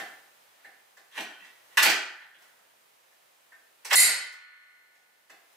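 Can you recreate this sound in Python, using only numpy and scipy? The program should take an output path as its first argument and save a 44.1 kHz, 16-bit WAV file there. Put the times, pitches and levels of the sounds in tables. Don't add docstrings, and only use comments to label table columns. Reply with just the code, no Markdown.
import sys
import numpy as np
from scipy import signal
from scipy.fft import rfft
from scipy.io import wavfile
from scipy.ndimage import uniform_filter1d

SR = 44100
rng = np.random.default_rng(int(sys.argv[2]) if len(sys.argv) > 2 else 0)


def generate_wav(signal):
    frames = np.transpose(np.atleast_2d(signal))
    scaled = np.clip(frames, -1, 1) * 32767
    pcm = np.round(scaled).astype(np.int16)
    wavfile.write(sys.argv[1], SR, pcm)


def invert_db(x):
    u = np.asarray(x, float) / 20
    return 10 ** u


N = 245362
LEAD = 2000
EDGES_HZ = 40 * 2 ** np.arange(0, 9.1, 1 / 3)

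# f/Hz, spectral level/dB per Hz
HISS_SPECTRUM = [(24, -67), (40, -38), (114, -19.5), (175, -19.5), (335, -13.5), (410, -11), (526, -7.5),
                 (912, -7.5), (1200, -9), (2190, -8.5), (2610, -11.5), (2960, -10.5), (5390, -15.5),
                 (15800, -16.5)]
# f/Hz, side minus mid level/dB
HISS_WIDTH = [(60, -10.5), (110, -8.5), (200, -1.5), (380, -2), (700, 3.5), (1290, 1), (2380, -1),
              (4400, -1.5), (8120, -1.5), (15000, -4)]
# start t/s, loudest t/s, end t/s, level/dB re hiss
RUSTLES = [(-.2, .001, 0.68, 11), (0, .42, 2.7, -2), (0.6, 1.83, 3, 4), (2.37, 2.42, 3, 0),
           (5.5, 5.4, 8.5, -3)]
# t/s, level/dB, release t/s
GAIN_SAGS = [
    (1.95, -4.5, 2.385),
    (3.96, -15, 5.295),
]
# f/Hz, rms level/dB
HUM_TONES = [(118.4, -101)]
HISS_DB, SAG_RELEASE_S = -65, 0.81
SWELL_POWER = 3.0

# f/Hz, T60/s
ROOM_DECAY = [(150, 0.29), (400, 0.48), (1000, 0.64), (2700, 0.55), (7000, 0.43), (14000, 0.24)]
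# f/Hz, side minus mid level/dB
ROOM_WIDTH = [(60, -22), (110, -18.5), (200, -18.5), (380, -16.5), (700, -9.5), (1290, -8), (2380, -3.5),
              (4400, -4), (8120, -0.5), (15000, -7)]
ROOM_DB, ROOM_BUILD_S = -15, 0.002
EARLY_DB, EARLY_S = 4, 0.022
PAN_DB = -1.03

# t/s, peak level/dB, weight level/dB (thud, low part), edge level/dB (bright part)
HAND_TAPS = [(-.012, -31, 1.5, -2), (0.6452, -46.5, 1.5, -4.5), (0.968, -51, -0.5, 2),
             (3.1194, -67, 0, 3.5), (3.519, -58, -6, -2.5), (4.9526, -63.5, 2.5, 4),
             (5.2963, -48, 2.5, 1.5)]
LATCH_KNOCKS = [(1.1655, -35, -1.5, -1.5), (1.175, -26, 3.5, -3.5), (1.183, -38.5, 0, 2.5),
                (1.2024, -38, -0.5, 10.5)]
LOOSE_RATTLES = [(1.2614, -61, 0, 0), (1.3882, -51.5, 14, -13), (1.4444, -50, -7, 6),
                 (2.2154, -46.5, 7.5, -14), (2.342, -52, 1.5, -4), (2.4194, -55.5, 1, 7),
                 (4.322, -56.5, -4, 16)]
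STEEL_BLOWS = [(1.7716, -9.5, -16, -3), (1.7897, -24, -6.5, -6.5), (1.8251, -12.5, 2.5, 4),
               (1.8541, -11, 7.5, -5.5), (1.8941, -18, 6.5, 0.5), (3.8479, -34.5, 1.5, 6),
               (3.901, -32.5, 0.5, 3.5), (3.908, -16.5, -10, -7.5), (3.927, -14.5, -16.5, 3.5)]
# peak, thud, low part, bright part, shell ring level/dB
SLAM_KNOCK = (-5, 0, -15, 8, -30.5)
# thud, low part, bright part, shell ring level/dB
TAP_COLOUR, LATCH_COLOUR = (11, 1, 0.5, 1.5), (12, 3, -4, -1.5)
RATTLE_COLOUR, BLOW_COLOUR = (4, -11, -4.5, 7), (0, -3.5, 1.5, 4.5)
RATTLE_S = 0.0035
# start t/s, hardest t/s, end t/s, level/dB
STROKES = [(.2, .6, 1.03, -85.5), (1.06, 1.165, 1.25, -60), (1.27, 1.45, 1.59, -74), (1.6, 1.74, 1.8, -76),
           (3.42, 3.51, 3.2, -86), (3.76, 3.845, 3.87, -80), (3.85, 3.951, 3.97, -40.5)]
# f/Hz, spectral level/dB per Hz
CLATTER_SPECTRUM = [(60, -46), (110, -36.5), (200, -25.5), (340, -11), (560, -21), (900, -10), (1400, -10),
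                    (2000, 1.5), (2600, -4), (3300, -5.5), (4400, -8), (6500, -14.5), (10000, -16.5),
                    (15500, -21.5)]

# f/Hz, level/dB, T60/s
RECEIVER_MODES = [(764, -23.5, 0.02), (1130, -14, 0.018), (1383, -21, 0.0045), (1555, -1, 0.11),
                  (1510, -9, 0.34), (1780, -9, 0.027), (1814, -1, 0.056), (1986, 6, .03), (2186, -4, 0.07),
                  (2868, -16, 0.02), (3385, 2, .035), (3560, -7.5, 0.037)]
# f/Hz, level/dB re knock, T60/s
GRIP_MODES = [(788, -19, .03), (1774, -10.5, .027), (2024, -15, 0.022), (7666, -23, 0.0049)]
# f/Hz, level/dB re knock, T60/s
LATCH_MODES = [(354, -36.5, .04), (1920, -16.5, .023)]
# t/s, level/dB, f/Hz, T60/s
PINGS = [(0.6447, -61, 1880, .015), (1.121, -58, 3340, .012), (1.26, -60.5, 1510, 0.2),
         (1.33, -62.5, 3140, 0.067), (1.4, -64, 2670, .08), (1.42, -62, 1917, .08),
         (1.826, -32, 3150, .015), (3.518, -58.5, 1806, .03), (3.522, -62.5, 1567, .04),
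         (3.848, -55, 5400, .01), (3.848, -56.5, 8090, .01), (3.915, -34, 774, .03), (5.3, -67, 2606, .04),
         (5.301, -65.5, 1617, .04)]

# t/s, level/dB, T60/s, low f/Hz, high f/Hz
HAZES = [(1.83, -41, 1.3, 1450, 1950), (3.9555, -52, 2.1, 1300, 2300), (3.9555, -47, 1.9, 1950, 2150),
         (3.9555, -45, 1.0, 4150, 4500), (3.9555, -49, 1.0, 2900, 3500), (3.9555, -24, .15, 8500, 13500)]
CARRIER_HZ = [1975, 2040, 2105, 3101, 3714, 3919, 4264, 4479, 5922, 6907, 7079, 7316, 8107, 8376, 9275,
              9825, 10131, 10487, 10729, 11294, 11391, 11843, 12823, 12980, 13130, 13300, 13534, 14570,
              14869]
CARRIER_DB = [-46, -43.5, -48, -57, -59, -45, -47, -52, -50, -44, -45.5, -41, -47, -38, -45, -39, -51, -39,
              -36, -41, -44, -52, -49, -46, -47, -54, -60, -50, -46]
# f/Hz, T60/s
CARRIER_T60 = [(2000, 0.36), (4500, 0.2), (8400, 0.25), (10000, .2), (11300, 0.24), (13000, 0.1),
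               (14500, 0.05), (14900, .12)]
# f/Hz, level/dB
BARREL_MODES = [(931.3, -83), (1120, -78), (1464, -69), (1771, -70), (1976, -70), (2090, -67), (2175, -69),
                (2466, -87), (2929, -84), (3095, -83), (3316, -83), (3618, -84), (4037, -84), (4215, -75)]
BARREL_DB, BARREL_T60_S = 17.0, 2.3
TWIN_SHARE, TWIN_DB = 0.004, -2.0
SLAM_S, BLOW_DB = 3.9555, 27.5
STRAIGHT_DB = 6.5

DUCK_S, DUCK_DB, DUCK_RELEASE_S = 3.9525, -24.5, 0.063
TOP_HZ = 16400


def at_hz(points, hz):
    points = np.array(points)
    return np.interp(np.log(hz), np.log(points[:, 0]), points[:, 1])


def bands():
    return [(np.sqrt(low * high), signal.butter(2, [low, high], "band", fs=SR, output="sos"))
            for low, high in zip(EDGES_HZ, EDGES_HZ[1:])]


def stereo_pair(white, side, hz):
    return white[0] + invert_db(at_hz(side, hz)) * white[1] * [[1], [-1]]


def swell(rows):
    t = np.arange(N) / SR
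    return sum(invert_db(db) * np.interp(t, [start, top, end], [0, 1, 0]) ** SWELL_POWER
               for start, top, end, db in rows)


def slow_gain():
    t = np.arange(N) / SR
    return invert_db(sum(db * (t > s) * (t < end) * np.exp(-np.abs(t - s) / SAG_RELEASE_S)
                   for s, db, end in GAIN_SAGS))


def hiss():
    white = rng.standard_normal((2, 2, N))
    out = 0
    for k, (hz, sos) in enumerate(bands()):
        pair = stereo_pair(white[k % 2], HISS_WIDTH, hz)
        out = out + invert_db(at_hz(HISS_SPECTRUM, hz)) * signal.sosfilt(sos, pair)
    out = out / np.sqrt(np.mean(out.mean(0) ** 2))
    return invert_db(HISS_DB) * slow_gain() * np.sqrt(1 + swell(RUSTLES) ** 2) * out


def hum():
    t = np.arange(N) / SR
    return sum(invert_db(db + 1.5) * np.sin(2 * np.pi * hz * t) for hz, db in HUM_TONES)


def room_bands():
    t = np.arange(SR) / SR
    white = rng.standard_normal((2, 2, SR))
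    lumps_db = rng.standard_normal(SR // 50).repeat(50)
    white *= invert_db(lumps_db * np.exp(-t / 0.18))
    answers = []
    for k, (hz, sos) in enumerate(bands()):
        decay_db = ROOM_DB + EARLY_DB * np.exp(-t / EARLY_S) - 60 * t / at_hz(ROOM_DECAY, hz)
        dying = invert_db(decay_db) * (1 - np.exp(-t / ROOM_BUILD_S))
        answer = stereo_pair(white[k % 2], ROOM_WIDTH, hz) * dying
        answer[:, 0] += (-1) ** k
        answers.append(signal.sosfilt(sos, answer))
    return np.array(answers)


def through(x, answer):
    return signal.fftconvolve(x[None], answer, axes=1)[:, len(x) - N:len(x)]


def knocks():
    kinds = [(HAND_TAPS, TAP_COLOUR), (LATCH_KNOCKS, LATCH_COLOUR),
             (LOOSE_RATTLES, RATTLE_COLOUR), (STEEL_BLOWS, BLOW_COLOUR)]
    return sorted((s, db, thud_db + weight_db, low_db + weight_db, bright_db + edge_db, ring_db)
                  for rows, (thud_db, low_db, bright_db, ring_db) in kinds
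                  for s, db, weight_db, edge_db in rows)


def grains(count, spread_db):
    return invert_db(spread_db * np.minimum(rng.exponential(1, count), 4)) * rng.choice([-1, 1], count)


def contacts():
    trains, t = np.zeros((5, N + LEAD)), np.arange(3000) / SR
    for s, db, thud_db, low_db, bright_db, ring_db in knocks() + [(SLAM_S, *SLAM_KNOCK)]:
        landed = rng.random(len(t)) < 1500.0 / SR
        burst = grains(len(t), spread_db=3.5) * landed * np.exp(-t / RATTLE_S)
        burst[0] = 2.5
        burst = burst / np.sqrt(np.sum(burst ** 2))
        at = round(s * SR) + LEAD
        parts_db = db + np.array([[thud_db], [low_db], [0], [bright_db], [ring_db]])
        trains[:, at:at + len(t)] += invert_db(parts_db) * burst
    grit = grains(N, spread_db=4.0) * (rng.random(N) < 4000.0 / SR)
    scrape = np.pad(grit * swell(STROKES), (LEAD, 0))
    return trains + scrape * invert_db([[-12.0], [-6.0], [0], [-3.0], [3.0]])


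def clatter(trains, room):
    hz = np.array([hz for hz, sos in bands()])
    part = np.searchsorted([300, 950, 4500], hz)
    coloured = room * invert_db(at_hz(CLATTER_SPECTRUM, hz) + 17.0)[:, None, None]
    return sum(through(trains[k], coloured[part == k].sum(0)) for k in range(4))


def ring(clicks, hz, t60):
    r, w = invert_db(-60 / (t60 * SR)), 2 * np.pi * hz / SR
    return signal.lfilter([0, np.sin(w)], [1, -2 * r * np.cos(w), r * r], clicks + 1e-18)


def ticks():
    out = np.zeros(N + LEAD)
    struck = [(s, db + mode_db + weight_db * (hz < 950) + edge_db * (hz > 4500), hz, t60)
              for rows, modes in [(HAND_TAPS, GRIP_MODES), (LATCH_KNOCKS, LATCH_MODES)]
              for s, db, weight_db, edge_db in rows for hz, mode_db, t60 in modes]
    for s, db, hz, t60 in PINGS + struck:
        at = round(s * SR) + LEAD
        out[at:at + 8000] += invert_db(db) * ring(signal.unit_impulse(8000), hz, t60)
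    return out


def receiver(clicks):
    out = 0
    for hz, level_db, t60 in RECEIVER_MODES:
        place_db = 2 * rng.standard_normal(N // 2000 + 1).repeat(2000)[:N]
        place_db = place_db.take(np.arange(-LEAD, N), mode="clip")
        out = out + ring(clicks * invert_db(level_db + place_db - 32.0), hz, t60)
    return out


def haze():
    out = 0
    for s, db, t60, low_hz, high_hz in HAZES:
        since = np.arange(N) / SR - s
        crowd = rng.standard_normal(N) * (since > 0) * invert_db(db - 60 * np.abs(since) / t60)
        sos = signal.butter(2, [low_hz, high_hz], "band", fs=SR, output="sos")
        out = out + signal.sosfilt(sos, crowd + 1e-18)
    return out


def slam(room):
    at = round(SLAM_S * SR)
    blow = signal.unit_impulse(N - at)
    twins = 1 + TWIN_SHARE * rng.uniform(0.24, 1, len(CARRIER_HZ)) * rng.choice([-1, 1], len(CARRIER_HZ))
    rings = []
    for hz, db, twin in zip(CARRIER_HZ, CARRIER_DB, twins):
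        t60 = at_hz(CARRIER_T60, hz)
        beating = ring(blow, hz, t60) + invert_db(TWIN_DB) * ring(blow, hz * twin, t60)
        rings.append(invert_db(db + BLOW_DB) * beating)
    rings += [invert_db(db + BARREL_DB) * ring(blow, hz, BARREL_T60_S) for hz, db in BARREL_MODES]
    room_gain = np.sqrt(uniform_filter1d(np.mean(np.abs(rfft(room)) ** 2, axis=0), size=9))
    all_hz = CARRIER_HZ + [hz for hz, db in BARREL_MODES]
    into_room = sum(x / room_gain[round(hz)] for x, hz in zip(rings, all_hz))
    sides = np.array([rng.choice([-1, 1], len(rings)), np.ones(len(rings))])
    no_bass = signal.butter(2, 600, "high", fs=SR, output="sos")
    straight = signal.sosfilt(no_bass, sides @ np.array(rings))
    reverberant = through(np.pad(into_room, (at, 0)) + haze(), room)
    return reverberant + invert_db(STRAIGHT_DB) * np.pad(straight, ((0, 0), (at, 0)))


def scene():
    room, trains = room_bands(), contacts()
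    above_bass = room[9:].sum(0)
    small_parts = through(receiver(trains[4]) + ticks(), above_bass)
    rifle = clatter(trains, room) + small_parts + slam(above_bass)
    return (rifle + hiss()) * invert_db([[PAN_DB / 2], [-PAN_DB / 2]]) + hum()


def low_pass(x):
    return signal.sosfilt(signal.butter(12, 16090, fs=SR, output="sos"), x)


def record(dry):
    cut = signal.sosfilt(signal.cheby2(12, 60, TOP_HZ, fs=SR, output="sos"), dry)
    since = np.arange(N) / SR - DUCK_S
    duck_db = DUCK_DB * np.clip(since / 0.002, 0, 1) * np.exp(-np.maximum(since, 0) / DUCK_RELEASE_S)
    return low_pass(cut * invert_db(duck_db))


dry = scene()
out = record(dry)
generate_wav(out)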